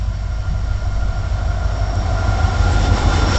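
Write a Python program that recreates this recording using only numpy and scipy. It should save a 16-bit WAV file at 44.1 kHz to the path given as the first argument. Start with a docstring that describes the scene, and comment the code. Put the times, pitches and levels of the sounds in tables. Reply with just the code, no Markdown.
"""Two diesel locomotives haul a goods train up to a trackside microphone; the first cab passes at the end.
Their exhausts throb and beat as combs of low sines over rumbling noise; fans drone in a rising noisy band.
Gears whine in time with the wheels, turbocharger and blower whistle as fluttering tones, machinery hums.
Rolling roar and rail hiss are shaped noise swelling with the approach, with a few light scrapes of steel.
A breeze rumbles on the microphone, and one soft low bump sounds early on."""
import sys
import numpy as np
from scipy.fft import rfft, irfft, next_fast_len
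from scipy.io import wavfile
from scipy.ndimage import map_coordinates

SR = 44100
rng = np.random.default_rng(int(sys.argv[2]) if len(sys.argv) > 2 else 0)


def transcribe(u):
    """Save the signal u as a 16-bit wav file named by the first command-line argument.

    u: samples, shape (n,) or (channels, n), limited to [-1, 1]; the rate is SR.
    q: integer samples, one column per channel.
    """
    v = np.clip(np.atleast_2d(u).T, -1, 1)
    q = np.round(v * 32767).astype(np.int16)
    wavfile.write(sys.argv[1], SR, q)


N = 149058  # length in samples

# Approach of the train: time_s, nearness (0 far, 1 close; below 0 is farther still)
NEARNESS = [(0, -0.48), (.8, -0.43), (1.6, 0.11), (2.3, 0.62), (2.8, 0.99), (3.38, 0.65)]
# Pitch fall as the train draws level: time_s, pitch_change_percent
DOPPLER = [(0, -0.07), (2, -0.11), (2.8, -.4), (3.1, -.8), (3.38, -1.4)]

# Exhaust lines of each engine: multiple_of_cycle_rate, level_db at nearness 0, rise_db per unit nearness
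LEAD_LINES = [(6, -47.5, 6.5), (7, -39, 18), (8, -22.5, 1), (9, -35, 8), (12, -37, 12.5), (13, -29.5, 6),
              (15, -26.5, 3), (16, -34, 7.5), (17, -36.5, 5.5), (24, -45, 4), (32, -45.5, 8)]
TRAIL_LINES = [(4, -38.5, 6), (5, -38.5, 2.8), (8, -33.5, 2.3), (9, -37, 12), (14, -52.5, 7),
               (16, -49, 5.9)]
LEAD_CYCLE_HZ, TRAIL_CYCLE_HZ = 6.355, 9.68
EXHAUST_WAVER_DB, EXHAUST_DRIFT_RAD, ODD_LAG_RAD = 1.0, .14, 1.0
# Turbulent exhaust rumble, spectrum: freq_hz, relative_level_db
RUMBLE_BAND = [(20, -4), (32, -6.5), (45, -3.5), (62, 4), (75, 2), (105, -3.5), (135, -6.5), (170, -11.5),
               (215, -16), (400, -53.5)]
RUMBLE_DB, RUMBLE_RISE_DB = -28, 2.5  # at nearness 0, and per unit of nearness

# Fan drone swell: time_s, level_db
FAN_LEVEL = [(0, -44), (.8, -41), (1.4, -36), (2, -31), (2.5, -29), (2.9, -29.5), (3.38, -34)]
# Middle of the fan band, rising as the train nears: time_s, centre_hz
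FAN_CENTRE = [(0, 684), (1.8, 686.8), (2.4, 712.4), (2.75, 756), (3.1, 784.3), (3.38, 772)]
FAN_WIDTH_HZ, FAN_AIR_DB = 68, 0.5  # air is relative to the blade tones

# Engine room swell: time_s, level_db (reference for tones and noise)
MACHINE_LEVEL = [(0, -47), (.8, -45), (1.6, -40), (2.4, -34.5), (2.9, -35), (3.0, -31), (3.38, -30)]
# Engine room noise, spectrum: freq_hz, relative_level_db
MACHINE_BAND = [(300, -15), (550, 0.5), (800, 1.5), (920, 1), (1080, 3), (1280, 1), (1500, 2.5),
                (1700, -8.5), (2200, -10.5), (3000, -36), (6000, -45.5)]
# Auxiliary machinery tones: pitch_hz, db_relative_to_swell, flutter_knots_per_s
MACHINE_TONES = [(496.6, -13, 9), (1007, -8, 16), (1081, -13.5, 16), (1817, -21.5, 25), (2148, -14.5, 35)]
MACHINE_NOISE_DB = 3  # relative to the swell
# Faint whines from down the train: pitch_hz, level_db, flutter_knots_per_s
FAR_TONES = [(3030, -63, 45), (4626, -62, 30)]

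# Gear whine swell: time_s, level_db
GEAR_LEVEL = [(0, -51), (.3, -46.5), (1.1, -42), (1.6, -42), (2.05, -43.5), (2.32, -31.5), (2.6, -34.5),
              (2.9, -35.5), (3.38, -33)]
GEAR_HZ, GEAR_WANDER_HZ, GEAR_SKIRT_DB = 1397, 4.2, -5.5
WHEEL_TURN_HZ, WHEEL_PEAK_S, WHEEL_DEPTH, WHEEL_SWING_HZ = 8.65, 1.04, .55, 6

# Turbocharger swell: time_s, level_db
TURBO_LEVEL = [(0, -55), (.8, -52.5), (1.6, -52.5), (1.75, -45), (1.97, -43.5), (2.2, -47), (2.7, -44),
               (3.2, -40.5), (3.35, -30.5)]
# Breath around the turbocharger whistle, spectrum: freq_hz, relative_level_db
TURBO_BAND = [(5100, -45), (5400, -6), (5510, -3), (5610, -2.5), (5680, -15.5), (5900, -43.5)]
TURBO_HZ, TURBO_LINE_DB, TURBO_AIR_DB = 5597, -4, -2.5  # both levels relative to the swell
# Blower swell: time_s, level_db
BLOWER_LEVEL = [(0, -66), (1.9, -59.5), (2.5, -50), (2.82, -46.5), (3.17, -38.5), (3.38, -49)]
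# Blower notes: pitch_hz, db_relative_to_swell, flutter_knots_per_s
BLOWER_TONES = [(3593, 0.5, 22), (2936, -7, 40)]

# Wheels rolling on the rails: time_s, level_db before ROAR_TRIM_DB
ROAR_LEVEL = [(0, -47), (.33, -47.5), (.7, -43.5), (1.15, -41.5), (1.6, -39.5), (1.88, -36), (2.02, -34),
              (2.5, -31.5), (2.8, -27), (3.05, -27), (3.2, -25), (3.38, -24)]
# Rolling roar, spectrum: freq_hz, relative_level_db
ROAR_BAND = [(60, -23.5), (130, -3), (180, -1), (250, 0.5), (340, -1.5), (430, -5.5), (550, -6), (800, -11),
             (1500, -37)]
# Rail hiss: time_s, level_db before HISS_TRIM_DB
HISS_LEVEL = [(0.0, -47.5), (0.84, -45.5), (1.83, -43), (2.72, -35), (2.86, -32.5), (2.9, -37.5),
              (2.96, -31.5), (3.07, -34), (3.17, -29), (3.24, -33.5), (3.36, -26.5), (3.38, -34)]
# Rail hiss, spectrum: freq_hz, relative_level_db
HISS_BAND = [(900, -30), (1800, 3.5), (2600, -1), (3100, 1), (4100, -1), (4700, -1), (5400, -.5),
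             (6200, -5), (7400, -4), (7800, -10), (8200, -15)]
ROAR_TRIM_DB, HISS_TRIM_DB = 1, 1

# Breeze on the microphone: time_s, level_db
WIND_LEVEL = [(0, -47), (.3, -35), (.43, -27), (.6, -28), (1, -22), (1.5, -39), (2.4, -40.5), (3.38, -29)]
# Wind rumble, spectrum: freq_hz, relative_level_db
WIND_BAND = [(6, -7.5), (15, -5), (28, -1), (45, -5.5), (90, -22.5), (200, -49)]
# Soft low bump, spectrum: freq_hz, relative_level_db
BUMP_BAND = [(70, -23), (130, 0), (190, -6), (280, -32)]
BUMP_S, BUMP_SPREAD_S, BUMP_DB = .52, 0.024, -26.5

# Flange scrapes: centre_s, spread_s (centre to 1/e), peak_db
SCRAPES = [(1.956, 0.0022, -35), (2.733, .02, -35.5), (2.996, 0.017, -40), (3.032, 0.0037, -35)]
# Scraping steel, spectrum: freq_hz, relative_level_db
SCRAPE_BAND = [(4000, -30), (6000, -9), (7200, 0), (8000, 0), (8400, -6)]

TOP_HZ = 8050  # band limit of the recorder


def amp(db):
    """Decibels to gain."""
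    return 10 ** (np.asarray(db) / 20)


def unit(x):
    """Scale to rms 1."""
    return x / np.sqrt(np.mean(np.abs(x) ** 2) + 1e-20)


def clock():
    """Time of every sample in seconds."""
    return np.arange(N) / SR


def curve(rows):
    """Automation through (time_s, value) points joined by straight lines."""
    return np.interp(clock(), *np.transpose(rows))


def wobble(rate):
    """Smooth random curve with rate knots a second."""
    return map_coordinates(rng.standard_normal(4096), [clock() * rate + 4], mode="wrap")


def complex_wobble(rate):
    """Random drift of both strength and phase."""
    return wobble(rate) + 1j * wobble(rate)


def pulse(centre_s, spread_s):
    """Bell-shaped burst of peak 1, down to 1/e at spread_s from its centre."""
    return np.exp(-((clock() - centre_s) / spread_s) ** 2)


def filtered(x, response):
    """Multiply the spectrum of x by a response of frequency in Hz."""
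    size = next_fast_len(N + 8192)
    spectrum = rfft(x, size) * response(np.fft.rfftfreq(size, 1 / SR))
    return irfft(spectrum, size)[:N]


def noise(band):
    """Noise of rms 1 shaped by a spectrum table, rolled off above its top."""
    freq_hz, level_db = np.transpose(band)

    def shape(hz):
        level = np.interp(np.log(hz + 1), np.log(freq_hz), level_db)
        return amp(level) / (1 + (hz / (2 * freq_hz[-1])) ** 4)

    return unit(filtered(rng.standard_normal(N), shape))


def angle(hz):
    """Running phase of a pitch, from a random start."""
    return 2 * np.pi * (np.cumsum(hz * np.ones(N)) / SR + rng.random())


def tone(hz, flutter, fuzz):
    """Doppler-bent tone near rms 1; fuzz sizes its random part, which has flutter knots a second."""
    swell = unit(1 + fuzz * complex_wobble(flutter))
    bent_hz = hz * (1 + curve(DOPPLER) / 100)
    return np.sqrt(2) * np.real(swell * np.exp(1j * angle(bent_hz)))


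def exhaust():
    """Uneven cylinders give each engine a comb of low lines that fills in with nearness, over rumble."""
    near = curve(NEARNESS)
    out = amp(RUMBLE_DB + RUMBLE_RISE_DB * near) * noise(RUMBLE_BAND)
    for cycle_hz, lines in ((LEAD_CYCLE_HZ, LEAD_LINES), (TRAIL_CYCLE_HZ, TRAIL_LINES)):
        crank = angle(cycle_hz)
        for multiple, level_db, rise_db in lines:
            k = round(multiple)
            lag = k % 2 * ODD_LAG_RAD  # odd multiples are offset, so the beat limps in timing too
            line = np.sqrt(2) * np.sin(k * crank + lag + EXHAUST_DRIFT_RAD * wobble(3))
            level = level_db + rise_db * near + EXHAUST_WAVER_DB * wobble(4.2)
            out = out + amp(level) * line
    return out


def firing(depth):
    """Airflow flutters at the leading engine's cycle rate and its strong multiples."""
    beats = sum(np.cos(angle(k * LEAD_CYCLE_HZ)) for k in (1, 3, 5, 8))
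    return unit(1 + depth * beats)


def fans():
    """Engine-driven blade tones and air noise share one moving band and flutter with the engine."""
    centre = curve(FAN_CENTRE)
    blades = 0
    for hz in 5 * LEAD_CYCLE_HZ * np.arange(18, 30):
        in_band = np.exp(-.5 * ((hz - centre) / FAN_WIDTH_HZ) ** 2)
        blades = blades + in_band * tone(hz, flutter=11, fuzz=1.0)
    air = np.real(complex_wobble(170) * np.exp(1j * angle(centre)))
    drone = unit(unit(blades) + amp(FAN_AIR_DB) * unit(air))
    return amp(curve(FAN_LEVEL)) * drone * firing(depth=0.097)


def machinery():
    """Engine room noise flutters with the engine, and auxiliaries add fuzzy tones."""
    tones = sum(amp(db) * tone(hz, flutter, fuzz=1.1) for hz, db, flutter in MACHINE_TONES)
    room = amp(MACHINE_NOISE_DB) * noise(MACHINE_BAND) * firing(depth=0.072)
    return amp(curve(MACHINE_LEVEL)) * (tones + room)


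def far_whines():
    """Fluttering tones from down the train, faint throughout."""
    return sum(amp(db) * tone(hz, flutter, fuzz=1.3) for hz, db, flutter in FAR_TONES)


def gears():
    """The gear mesh swells and sways with each turn of the wheels, inside a noisy skirt."""
    turn = 2 * np.pi * WHEEL_TURN_HZ * (clock() - WHEEL_PEAK_S)
    wander = GEAR_WANDER_HZ * curve(NEARNESS) * wobble(7)
    sway = WHEEL_SWING_HZ * np.cos(turn) + wander
    mesh = tone(GEAR_HZ + sway, flutter=14, fuzz=.18)
    skirt = amp(GEAR_SKIRT_DB) * tone(GEAR_HZ + 14, flutter=64, fuzz=5)
    pulsing = unit(1 + WHEEL_DEPTH * np.cos(turn) - 0.2 * np.cos(2 * turn))
    return amp(curve(GEAR_LEVEL)) * pulsing * (mesh + skirt)


def turbocharger():
    """A fluttering high whistle sits in a narrow band of breathy noise."""
    whistle = amp(TURBO_LINE_DB) * tone(TURBO_HZ, flutter=28, fuzz=0.83)
    breath = amp(TURBO_AIR_DB) * noise(TURBO_BAND)
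    return amp(curve(TURBO_LEVEL)) * (whistle + breath)


def blower():
    """Thin fluttering notes share the blower's swell."""
    notes = sum(amp(db) * tone(hz, flutter, fuzz=.45) for hz, db, flutter in BLOWER_TONES)
    return amp(curve(BLOWER_LEVEL)) * notes


def rolling():
    """Wheels on the rails give a low roar and a bright hiss, each wavering slightly in level."""
    roar_db = curve(ROAR_LEVEL) + ROAR_TRIM_DB + 0.42 * wobble(11)
    hiss_db = curve(HISS_LEVEL) + HISS_TRIM_DB + 0.46 * wobble(14)
    return amp(roar_db) * noise(ROAR_BAND) + amp(hiss_db) * noise(HISS_BAND)


def breeze():
    """Light wind rumbles on the microphone as gusting low noise."""
    return amp(curve(WIND_LEVEL)) * noise(WIND_BAND)


def bump():
    """One short bell-shaped burst of low noise."""
    return amp(BUMP_DB) * pulse(BUMP_S, BUMP_SPREAD_S) * noise(BUMP_BAND)


def scrapes():
    """Wheel flanges touch the rail in brief bursts of bright noise."""
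    touch = sum(amp(db) * pulse(centre_s, spread_s) for centre_s, spread_s, db in SCRAPES)
    return touch * noise(SCRAPE_BAND)


def scene():
    """Mix the whole train in open air, one channel."""
    engines = exhaust() + fans() + machinery() + far_whines()
    whines = gears() + turbocharger() + blower()
    return (engines + whines + rolling() + breeze() + bump() + scrapes())[None]


def record(dry):
    """The recorder cuts off very steeply above its band limit."""
    return filtered(dry[0], lambda hz: 1 / np.sqrt(1 + (hz / TOP_HZ) ** 110))[None]


dry = scene()
out = record(dry)
transcribe(out)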